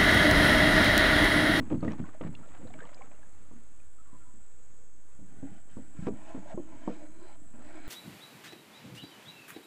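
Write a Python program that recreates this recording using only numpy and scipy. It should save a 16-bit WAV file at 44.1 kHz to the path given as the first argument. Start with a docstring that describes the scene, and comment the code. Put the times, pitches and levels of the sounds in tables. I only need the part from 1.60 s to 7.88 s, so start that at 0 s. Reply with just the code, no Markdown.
"""A floating plastic can, close to the microphone, knocks and grinds on a wooden canoe, then is lifted and rubbed.
Blows ring the hull's modes with noise cracks; random clicks excite hull and can, and hollow notes and tones hum.
Close round it, water is dying sines for drips, ringing clicks for gurgles and coloured clicks for spray.
In the forest on the banks, cicadas are noise resonating in repeated phrases, over a river and air wash of dull noise."""
import sys
import numpy as np
from scipy import signal
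from scipy.fft import rfft, irfft
from scipy.io import wavfile

SR = 44100
rng = np.random.default_rng(int(sys.argv[2]) if len(sys.argv) > 2 else 0)


def store_wav(level_fs):
    """Save 16-bit WAV to argv[1]."""
    pcm = np.round(np.clip(np.atleast_2d(level_fs), -1, 1) * 32767)
    wavfile.write(sys.argv[1], SR, pcm.T.astype(np.int16))


N = 276948   # samples

# Can against plank. Each row: start in s, peak of the ring in dB, pitch where the blow rings most in Hz,
# time to fall 60 dB in s, fall above that pitch in dB per octave.
KNOCKS = [(0.003, -25.5, 252, 0.12, 7.5), (0.102, -31.5, 293, 0.27, -3), (0.112, -25.5, 300.4, 0.16, 2.5),
          (0.122, -23, 286, 0.17, 5), (0.143, -22.5, 226, 0.095, 15), (0.178, -25.5, 151, 0.09, 8),
          (0.227, -22, 173, 0.19, -2.5), (0.249, -23.5, 230, 0.24, 5), (0.278, -20.5, 215, 0.12, 4.5),
          (0.312, -31, 271, 0.18, 0), (0.4, -24.5, 218, 0.12, 34), (0.609, -27.5, 299, 0.11, -2.5),
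          (.626, -31.5, 182, .1, -3), (0.648, -28, 164, 0.2, 4), (0.69, -32, 178.6, 0.06, 7),
          (1.031, -39, 197, 0.14, 4), (1.911, -45, 204, 0.099, -3), (1.934, -43, 233, 0.26, 26),
          (2.53, -45.5, 150, 0.27, 2.5), (2.74, -52, 225, 0.29, 11), (3.59, -42.5, 200, 0.17, 3),
          (3.616, -43.5, 185.5, 0.4, 7), (3.828, -31.5, 270.2, 0.19, 8), (3.916, -44, 180, 0.19, 14),
          (4.074, -54, 140, 0.25, -6), (4.169, -33, 234, 0.1, 3), (4.184, -34.5, 267, 0.18, 5.5),
          (4.39, -29, 157, 0.066, 19), (4.423, -31, 174, 0.32, 11), (4.468, -23, 212, 0.19, -0.5),
          (4.477, -27, 423, 0.024, 14), (4.485, -21.5, 409, 0.055, 23), (4.504, -28.5, 207.3, 0.27, 7),
          (4.536, -32, 238, 0.043, 7.5), (4.746, -31, 261, 0.16, 2.5), (4.777, -34.5, 189, 0.11, 5),
          (4.942, -34, 192, 0.087, 2), (4.976, -26.5, 350.5, 0.12, 4), (4.998, -32, 292, 0.095, 7),
          (5.276, -19.5, 310, 0.074, -3), (5.279, -28.5, 188.5, 0.2, 1.5), (5.302, -35, 482, 0.13, 7),
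          (5.939, -42.5, 227, 0.34, 2), (5.986, -43, 233.8, 0.39, 0)]
# Modes of the canoe hull. Each row: pitch in Hz, strength in dB.
HULL = [(88, 2.5), (108, 4), (130, -0.5), (162, 3), (194, 1.5), (220, 2.5), (253, 3), (290, 3), (326, -1),
        (377, -8.5), (420, -11.5), (474, -2), (530, -3.5), (603, -3), (668, -5.5), (786, -9.5), (926, -7),
        (1180, -6)]
# Out of the water the can drives the hull less deeply: fall below a blow's pitch, dB per octave.
BASS_FALL_AFLOAT_DB, BASS_FALL_LIFTED_DB = 8, 21
LIFT_S = 4.35   # the can is lifted clear
# Hard plastic edge on wood, a dry crack. Each row: start in s, peak in dB.
CRACKS = [(0.101, -46.5), (0.116, -48), (0.224, -48), (0.611, -42), (4.468, -37.5), (4.479, -54),
          (5.984, -62)]
CRACK_TOP_HZ, CRACK_T60_S = 2780, 0.036
# The can grinding on the planks. Each row: time in s, level in dB.
GRIND = [(0, -41), (.26, -45), (.44, -42.5), (.58, -63), (.72, -48.5), (.9, -58.5), (1.05, -50),
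         (1.28, -57), (1.45, -63), (2.33, -73.5), (2.73, -62), (2.85, -72.5), (3.6, -70.5), (3.8, -49),
         (3.93, -56), (4.0, -61.5), (5.3, -58.5), (5.96, -65), (6.28, -65)]
# Modes of the can in the water. Each row: pitch in Hz, width in Hz, strength in dB.
CAN_AFLOAT = [(641, 90, -2), (813, 60, -3), (1500, 130, -2), (1960, 160, -6), (2400, 200, -9),
              (3090, 55, -4)]
# Modes of the can lifted clear. Each row: pitch in Hz, width in Hz, strength in dB.
CAN_LIFTED = [(610, 70, -7), (690, 40, -4), (830, 90, -11), (1030, 60, -11), (1350, 70, -12),
              (1630, 70, -14), (1830, 120, -16), (2280, 150, -16), (2520, 150, -18), (3110, 110, -24),
              (4050, 80, -20), (4950, 100, -27)]
THIN_RING_HZ = 2900   # the can's modes above this ring apart
MODE_WAVER_DB = 2.5   # each mode swells and sinks as the contact moves
FREE_S = 5.27   # the hand lets the can's wall ring freely
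# Fine grit of the rubbing. Each row: frequency in Hz, relative level in dB per Hz.
GRIT = [(500, -23), (900, -11), (1500, 7.5), (2300, -3), (2900, -3.5), (3800, -6.5), (5000, -27),]
# Strokes of a wet hand and the plank over the can. Each row: start in s, swell time in s, time it then lasts in s,
# hollow rub in dB, fine grit in dB, thin ring in dB, water running off in dB.
STROKES = [(3.673, 0.21, 0.14, -63.5, -65, -88, -91), (3.846, 0.1, 0.079, -64, -65.5, -75.5, -78),
           (4.068, 0.042, .27, -79, -67, -76, -76), (4.349, 0.14, 0.013, -55.5, -55.5, -73, -67),
           (4.486, 0.23, .16, -53, -60.5, -77, -75), (4.7, 0.086, 0.058, -56.5, -64, -81, -78),
           (4.839, 0.066, 0.043, -51.5, -57.5, -81, -73), (4.936, 0.19, 0.063, -57, -66, -78, -82),
           (5.133, 0.16, 0.195, -55.5, -58.5, -70.5, -71), (5.464, 0.22, 0.092, -57.5, -63.5, -74, -80),
           (5.92, 0.19, .15, -56, -59.5, -77, -77), (6.053, 0.12, 0.046, -54, -56.5, -76, -74),
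           (6.117, 0.22, .4, -58, -52.5, -65, -78)]
STROKE_SWELL_DB, EASE_S = 12, 0.25   # swell up to the strongest moment; time to ease by as much
LET_GO_S, RESTING_DB = 0.02, -15.5   # fade at either end; resting contact relative to the mean stroke
# Air humming in the lifted can, its pitch moving as the can tilts. Each row: time in s, pitch in Hz, level in dB.
CAN_HUM = [(4.5, 299, -59), (4.9, 314, -59.5), (5.17, 300, -52.5), (5.23, 275, -53.5), (5.3, 307.7, -50),
           (5.47, 305.4, -54.5), (5.55, 322, -63), (5.66, 369.7, -54.5), (5.75, 300, -69),
           (5.95, 278.4, -67), (6.15, 312, -52.5)]
# Blurred hollow can notes that swell and fade. Each row: middle in s, half length in s, level in dB, pitch in Hz.
SWELLS = [(2.397, 0.02, -67, 1307), (2.456, 0.015, -67, 1340), (2.487, 0.041, -69.5, 1110),
          (2.547, 0.028, -62.5, 1006), (2.635, 0.044, -71, 1364), (2.674, 0.045, -68, 1014),
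          (3.02, 0.098, -73, 486), (3.231, 0.059, -70, 470), (4.921, 0.02, -43.5, 656),
          (4.869, 0.017, -52, 610), (5.436, 0.042, -53, 600), (6.156, 0.1, -59.5, 687)]
# Splashes round the can. Each row: start in s, length in s, small bubbles in dB, spray in dB.
SPLASHES = [(0, 0.026, -70, -60), (0.091, 0.041, -52.5, -53), (0.226, 0.1, -51, -52),
            (0.375, 0.023, -63, -53.5), (0.443, 0.027, -63.5, -59.5), (0.607, 0.034, -58, -56),
            (0.617, 0.054, -61, -57), (1.169, 0.17, -57, -62)]
SPLASH_RISE_S, SPLASH_FALL_DB_PER_S = 0.011, 295
# Lapping between splashes, until the water settles.
LAP_BUBBLES_DB, LAP_SPRAY_DB, SETTLES_S, SETTLE_DB_PER_S = -64, -64, 1.48, 36
# Colour of the spray. Each row: frequency in Hz, relative level in dB per Hz.
SPRAY = [(300, -10.5), (600, 7), (1100, 4.5), (2000, 1), (3200, -11), (5000, -22.5), (8000, -40)]
# Bubbles and drips. Each row: start in s, level before fading and tick in dB, starting pitch in Hz,
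# cycles at that pitch in a 60 dB fall.
DRIPS = [(0.207, -52.5, 4300, 86), (.267, -57, 3420, 46), (.28, -36, 1876, 96), (0.32, -31.5, 2620, 9.7),
         (0.319, -44.5, 5530, 75), (0.439, -41, 1410, 34), (.445, -46, 1045, 60), (.49, -37, 1180, 20),
         (.548, -43, 620, 42), (.635, -40.5, 1070, 42), (.751, -40, 2690, 51), (.752, -44, 3380, 40),
         (0.833, -51, 1337, 130), (1.05, -46.5, 490, 54), (1.073, -53, 3880, 88), (1.103, -46, 707, 48),
         (1.139, -39, 2240, 41), (1.145, -47.5, 620, 94), (1.189, -43, 1530, 50), (1.188, -50, 1246, 140),
         (1.203, -40, 1560, 60), (1.219, -42.5, 468, 45), (1.225, -44, 1720, 74), (1.239, -46.5, 1150, 86),
         (1.345, -42, 4880, 65), (1.367, -45, 615, 18), (1.375, -51.5, 2320, 76), (1.409, -43, 778, 57),
         (1.409, -47, 1045, 92), (1.415, -46, 483, 21), (1.419, -42.5, 2180, 56), (1.44, -52, 1290, 78),
         (1.51, -54, 584, 62), (1.515, -54, 2400, 50), (1.545, -55, 583, 38), (1.59, -55.5, 624, 49),
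         (1.63, -51.5, 1640, 65), (2.2, -55.5, 2410, 72)]
# Cicada choirs, low to high. Each row: level in dB, start of a phrase in s, repeat period in s, phrase length in s,
# drop between phrases in dB, edge in s.
CHOIRS = [(-75.5, 1.3, 1.66, 0.95, 4, 0.14), (-75, 0.78, 1.8, 0.71, 5, 0.18),
          (-66.5, 0.87, 1.546, 0.68, 4, 0.73), (-77.5, 1.5, 1.94, 1.24, 7, .1)]
# The tymbal resonance of each choir. Each row: pitch in Hz, width in Hz.
TYMBALS = [(6560, 200), (6880, 160), (7755, 130), (9230, 110)]
THROBS_PER_S, THROB_DEPTH = 92, .3
# Colour of river, leaves and air. Each row: frequency in Hz, relative level in dB per Hz.
WASH = [(40, 5), (60, 8), (100, -2.5), (200, -19), (400, -10), (800, -17), (1350, -13.5), (2000, -19.5),
        (3200, -25.5), (5000, -31.5), (6500, -73.5), (8500, -32), (10000, -18.5), (12000, -28)]
WASH_DB = -61
CUTOFF_HZ, HISS_TOP_HZ, OFFSET = 10900, 15800, .0217   # stopband edges; constant offset of full scale


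def from_db(db):
    """Amplitude ratio of a level in dB."""
    return 10 ** (np.asarray(db) / 20)


def rms_one(x):
    """Scales a signal to rms 1."""
    return x / np.sqrt(np.mean(x ** 2) + 1e-20)


def in_time(rows):
    """Columns of a curve table at every sample."""
    s, *columns = np.transpose(rows)
    return [np.interp(np.arange(N) / SR, s, c) for c in columns]


def drift(rate_hz):
    """Slow random wander of spread 1, drawn every 40 samples and joined by lines."""
    r = np.exp(-80 * np.pi * rate_hz / SR)
    noise = rng.standard_normal(N // 40 + 2002)
    slow = signal.lfilter([1], [1, -2 * r, r * r], noise)[2000:]
    return np.interp(np.arange(N) / 40, np.arange(len(slow)), rms_one(slow))


def colour(x, spectrum):
    """Filters x by a table's curve, drawn over log frequency, to rms 1."""
    hz, db = np.transpose(spectrum)
    bins = np.fft.rfftfreq(N, 1 / SR) + 1
    gain = from_db(np.interp(np.log(bins), np.log(hz), db))
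    return rms_one(irfft(rfft(x) * gain, N))


def bandpass(x, order, low_hz, high_hz):
    """Butterworth band between two frequencies."""
    return signal.sosfilt(signal.butter(order, [low_hz, high_hz], "band", fs=SR, output="sos"), x)


def resonate(x, hz, width_hz):
    """Two-pole resonance, gain about 1 on top."""
    r = np.exp(-np.pi * abs(width_hz) / SR)
    zeros = np.array([1, 0, -1]) * (1 - r * r) / 2
    poles = [1, -2 * r * np.cos(2 * np.pi * hz / SR), r * r]
    return signal.lfilter(zeros, poles, x + 1e-18)


def grains(per_s, spread_db):
    """Random clicks of uneven size and sign."""
    sizes = from_db(spread_db * np.minimum(rng.exponential(1, N), 4)) * rng.choice([-1, 1], N)
    return sizes * (rng.random(N) < per_s / SR)


def add(out, s, sound):
    """Mixes a short sound in at time s."""
    i = max(round(s * SR), 0)
    out[i:i + len(sound)] += sound[:N - i]


def decay(t, t60):
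    """Exponential fall of 60 dB in t60 seconds, at least 5 ms."""
    return from_db(-60 * t / max(t60, .005))


def knocks():
    """Each blow rings the hull modes near its own pitch most and adds a faint crack, stronger in bright blows."""
    out, t = np.zeros(N), np.arange(SR // 2) / SR
    hz, mode_db = np.transpose(HULL)
    share = np.minimum(1, (330 / hz) ** 0.54)     # high modes die sooner
    scatter = rng.standard_normal((len(KNOCKS), 3, len(HULL)))
    noises = rng.standard_normal((len(KNOCKS), len(t)))
    for (s, peak_db, centre_hz, t60, fall_db), chance, noise in zip(KNOCKS, scatter, noises):
        octaves = np.log2(hz / centre_hz)
        bass_fall_db = BASS_FALL_AFLOAT_DB if s < LIFT_S else BASS_FALL_LIFTED_DB
        tilt_db = -np.where(octaves > 0, fall_db, -bass_fall_db) * octaves
        strength = from_db(mode_db + tilt_db + 1.5 * chance[0])
        # the hand and the water load the plank differently each time
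        detuned = hz * (1 + 0.0396 * chance[1])
        # the struck plank itself rings out, on the blow's pitch
        struck = np.argmin(np.abs(octaves))
        detuned[struck], strength[struck] = centre_hz, 2.4
        # the bending waves reach the radiating planks at different times, in s
        late = .0012 * np.abs(chance[2])
        late[struck] = 0
        ring = np.zeros(len(t))
        for a, f, k, wait in zip(strength, detuned, share, late):
            age = np.maximum(t - wait, 0)
            ring += a * decay(age, t60 * k) * np.sin(2 * np.pi * f * age)
        # a small patch of plank radiates little below its pitch, and the wet contact is soft
        ring = -bandpass(ring, 2, 0.39 * centre_hz, 1300)
        crack = bandpass(noise * decay(t, 0.025), 3, 700, 2600)
        crack_gain = from_db(-50.0 - 1.1 * fall_db)
        blow = ring / np.max(np.abs(ring)) + crack_gain * crack / np.max(np.abs(crack))
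        add(out, s, from_db(peak_db) * blow)
    return out


def cracks():
    """The hard edge on wood is a band of noise that dies fast."""
    out, t = np.zeros(N), np.arange(SR // 10) / SR
    noises = rng.standard_normal((len(CRACKS), len(t)))
    for (s, peak_db), noise in zip(CRACKS, noises):
        crack = bandpass(noise * decay(t, CRACK_T60_S), 3, 1000, CRACK_TOP_HZ)
        add(out, s, from_db(peak_db) * crack / np.max(np.abs(crack)))
    return out


def drag():
    """Slips of the can excite the low hull modes; sliding skin and wood excite the hollow can and a fine grit."""
    slips = grains(160 * from_db(3.6 * drift(15)), 2.5)
    grind = np.zeros(N)
    for k, (hz, db) in enumerate(HULL):
        if hz < 450:
            grind += from_db(db) * resonate(slips, hz, 21.0) * (-1) ** k   # neighbouring modes alternate in sign
    roughness = from_db(1.5 * drift(40))
    scuffs, sand = grains(2500 * roughness, 0.84), grains(2500 * roughness, 1.0)
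    hollow = rubbed_can(scuffs, 0, 1200, LIFT_S)
    middle = rubbed_can(scuffs, 1200, THIN_RING_HZ, LIFT_S)
    thin = rubbed_can(scuffs, THIN_RING_HZ, SR, FREE_S)
    grit = rms_one(middle + .7 * colour(sand, GRIT))
    runoff = rms_one(bandpass(grains(6000, 1.7), 2, 3000, 7500))
    rubbing = np.sum(strokes() * [hollow, grit, thin, runoff], axis=0)
    return from_db(in_time(GRIND)[0]) * rms_one(grind) + rubbing


def rubbed_can(scuffs, low_hz, high_hz, change_s):
    """The can's modes in a band ring under the scuffs, the afloat set before change_s and the lifted set after."""
    states = []
    for modes in (CAN_AFLOAT, CAN_LIFTED):
        ring = np.zeros(N)
        for k, (hz, width_hz, db) in enumerate(modes):
            if low_hz < hz <= high_hz:
                gain = from_db(db + MODE_WAVER_DB * drift(5.2))
                ring += gain * resonate(scuffs, hz, width_hz) * (-1) ** k
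        states.append(rms_one(ring))
    afloat, lifted = states
    return np.where(np.arange(N) / SR < change_s, afloat, lifted)


def strokes():
    """Gains of rub, grit, ring and run-off: each stroke swells to its strongest moment, eases and lets go."""
    t = np.arange(N) / SR
    resting = from_db(np.mean(STROKES, axis=0)[3:] + RESTING_DB)[:, None]
    gains = resting * np.clip((t - STROKES[0][0]) / LET_GO_S, 0, 1)
    for start, swells_s, lasts_s, *levels_db in STROKES:
        top, end = start + swells_s, start + swells_s + lasts_s
        swell_db = np.interp(t, [start, top, top + EASE_S], [-STROKE_SWELL_DB, 0, -STROKE_SWELL_DB])
        shape = from_db(swell_db) * np.clip(np.minimum(t - start, end - t) / LET_GO_S, 0, 1)
        gains = np.maximum(gains, from_db(levels_db)[:, None] * shape)
    return gains


def can_hum():
    """The air in the lifted can hums: an unsteady tone, wandering in amplitude and phase, follows its pitch."""
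    hz, db = in_time(CAN_HUM)
    phase = 2 * np.pi * np.cumsum(hz) / SR
    hum = (0.44 + drift(21.0)) * np.sin(phase) + drift(34.0) * np.cos(phase)
    return from_db(db) * rms_one(hum) * (np.arange(N) / SR > LIFT_S)


def swells():
    """Blurred hollow can notes: noise in a narrow resonance under a bell-shaped envelope."""
    out, t = np.zeros(N), np.linspace(-.2, .2, SR * 2 // 5)
    noises = rng.standard_normal((len(SWELLS), len(t)))
    for (s, half, level_db, hz), noise in zip(SWELLS, noises):
        note = rms_one(resonate(resonate(noise, hz, 110.0), hz, 110.0))
        add(out, s + t[0], from_db(level_db) * np.exp(-(t / half) ** 2) * note)
    return out


def stirred_water():
    """Small bubbles ring at random, the high ones weaker; spray crackles over them."""
    t = np.arange(N) / SR
    fizz = np.zeros(N)
    for hz in np.geomspace(450, 4300, 26):
        bubbles = resonate(grains(16.0, 4.8), hz, hz / 17.0)
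        fizz += from_db(-6.5 * np.log2(hz / 1000)) * rms_one(bubbles)
    spray = colour(grains(1100 * from_db(5.0 * drift(35)), 3.6), SPRAY)
    settling = from_db(-SETTLE_DB_PER_S * np.maximum(t - SETTLES_S, 0))
    gains = from_db([[LAP_BUBBLES_DB], [LAP_SPRAY_DB]]) * settling
    for s, length, *levels_db in SPLASHES:
        rise = np.clip((t - s) / SPLASH_RISE_S, 0, 1)
        fall = from_db(-SPLASH_FALL_DB_PER_S * np.maximum(t - s - length, 0))
        gains = np.maximum(gains, from_db(levels_db)[:, None] * rise * fall)
    return gains[0] * rms_one(fizz) + gains[1] * spray


def drips():
    """A drop lands with a tick; its bubble is a dying sine that rises as it nears the surface."""
    out, t = np.zeros(N), np.arange(SR // 5) / SR
    noises = rng.standard_normal((len(DRIPS), len(t)))
    for (s, level_db, hz, cycles), noise in zip(DRIPS, noises):
        t60 = cycles / hz
        rising = np.sin(2 * np.pi * hz * (t + 0.058 * t ** 2 / t60))
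        bubble = (1 - np.exp(-t / 0.001)) * decay(t, t60) * rising
        tick = bandpass(noise * decay(t, .7 * t60), 2, .76 * hz, 1.28 * hz)
        add(out, s, from_db(level_db) * (bubble + .4 * tick / np.max(np.abs(tick))))
    return out


def cicadas():
    """Many click trains blur into noise ringing in each tymbal, with a faint throb at a shared rate."""
    out, t = np.zeros(N), np.arange(N) / SR
    for choir, (hz, width_hz) in zip(CHOIRS, TYMBALS):
        throb = 1 + THROB_DEPTH * np.sin(2 * np.pi * THROBS_PER_S * t + 5.1 * drift(3.3))
        noise = rng.standard_normal(N) * throb * from_db(0.27 * drift(6.6))
        skirt = resonate(resonate(noise, hz, 4.0 * width_hz), hz, 4.0 * width_hz)
        song = resonate(noise, hz, width_hz) + .5 * skirt
        out += from_db(phrases(*choir)) * rms_one(song)
    return out


def phrases(level_db, start, period, length, drop_db, edge):
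    """Level in dB of a choir that sings, sinks between phrases and sings again."""
    # time from the middle of the nearest phrase
    age = (np.arange(N) / SR - start - length / 2 + period / 2) % period - period / 2
    return level_db - drop_db * np.clip(.5 + (np.abs(age) - length / 2) / edge, 0, 1)


def wash():
    """River, leaves and air: steady dull noise that wavers a little."""
    return from_db(WASH_DB + 1.3 * drift(1.6)) * colour(rng.standard_normal(N), WASH)


def scene():
    """Can and canoe close by, water round them, cicadas and river behind, in one channel."""
    can = knocks() + cracks() + drag() + can_hum() + swells()
    water = stirred_water() + drips()
    return (can + water + cicadas() + wash())[None]


def record(dry):
    """The top rolls off and is cut above a faint converter hiss; the signal sits on a constant offset."""
    cut = signal.sosfilt(signal.cheby2(8, 40, CUTOFF_HZ, fs=SR, output="sos"), dry)
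    hiss_filter = signal.cheby2(10, 30, HISS_TOP_HZ, fs=SR, output="sos")
    hiss = signal.sosfilt(hiss_filter, rng.standard_normal(dry.shape))
    return cut + from_db(-98) * hiss + OFFSET


dry = scene()
out = record(dry)
store_wav(out)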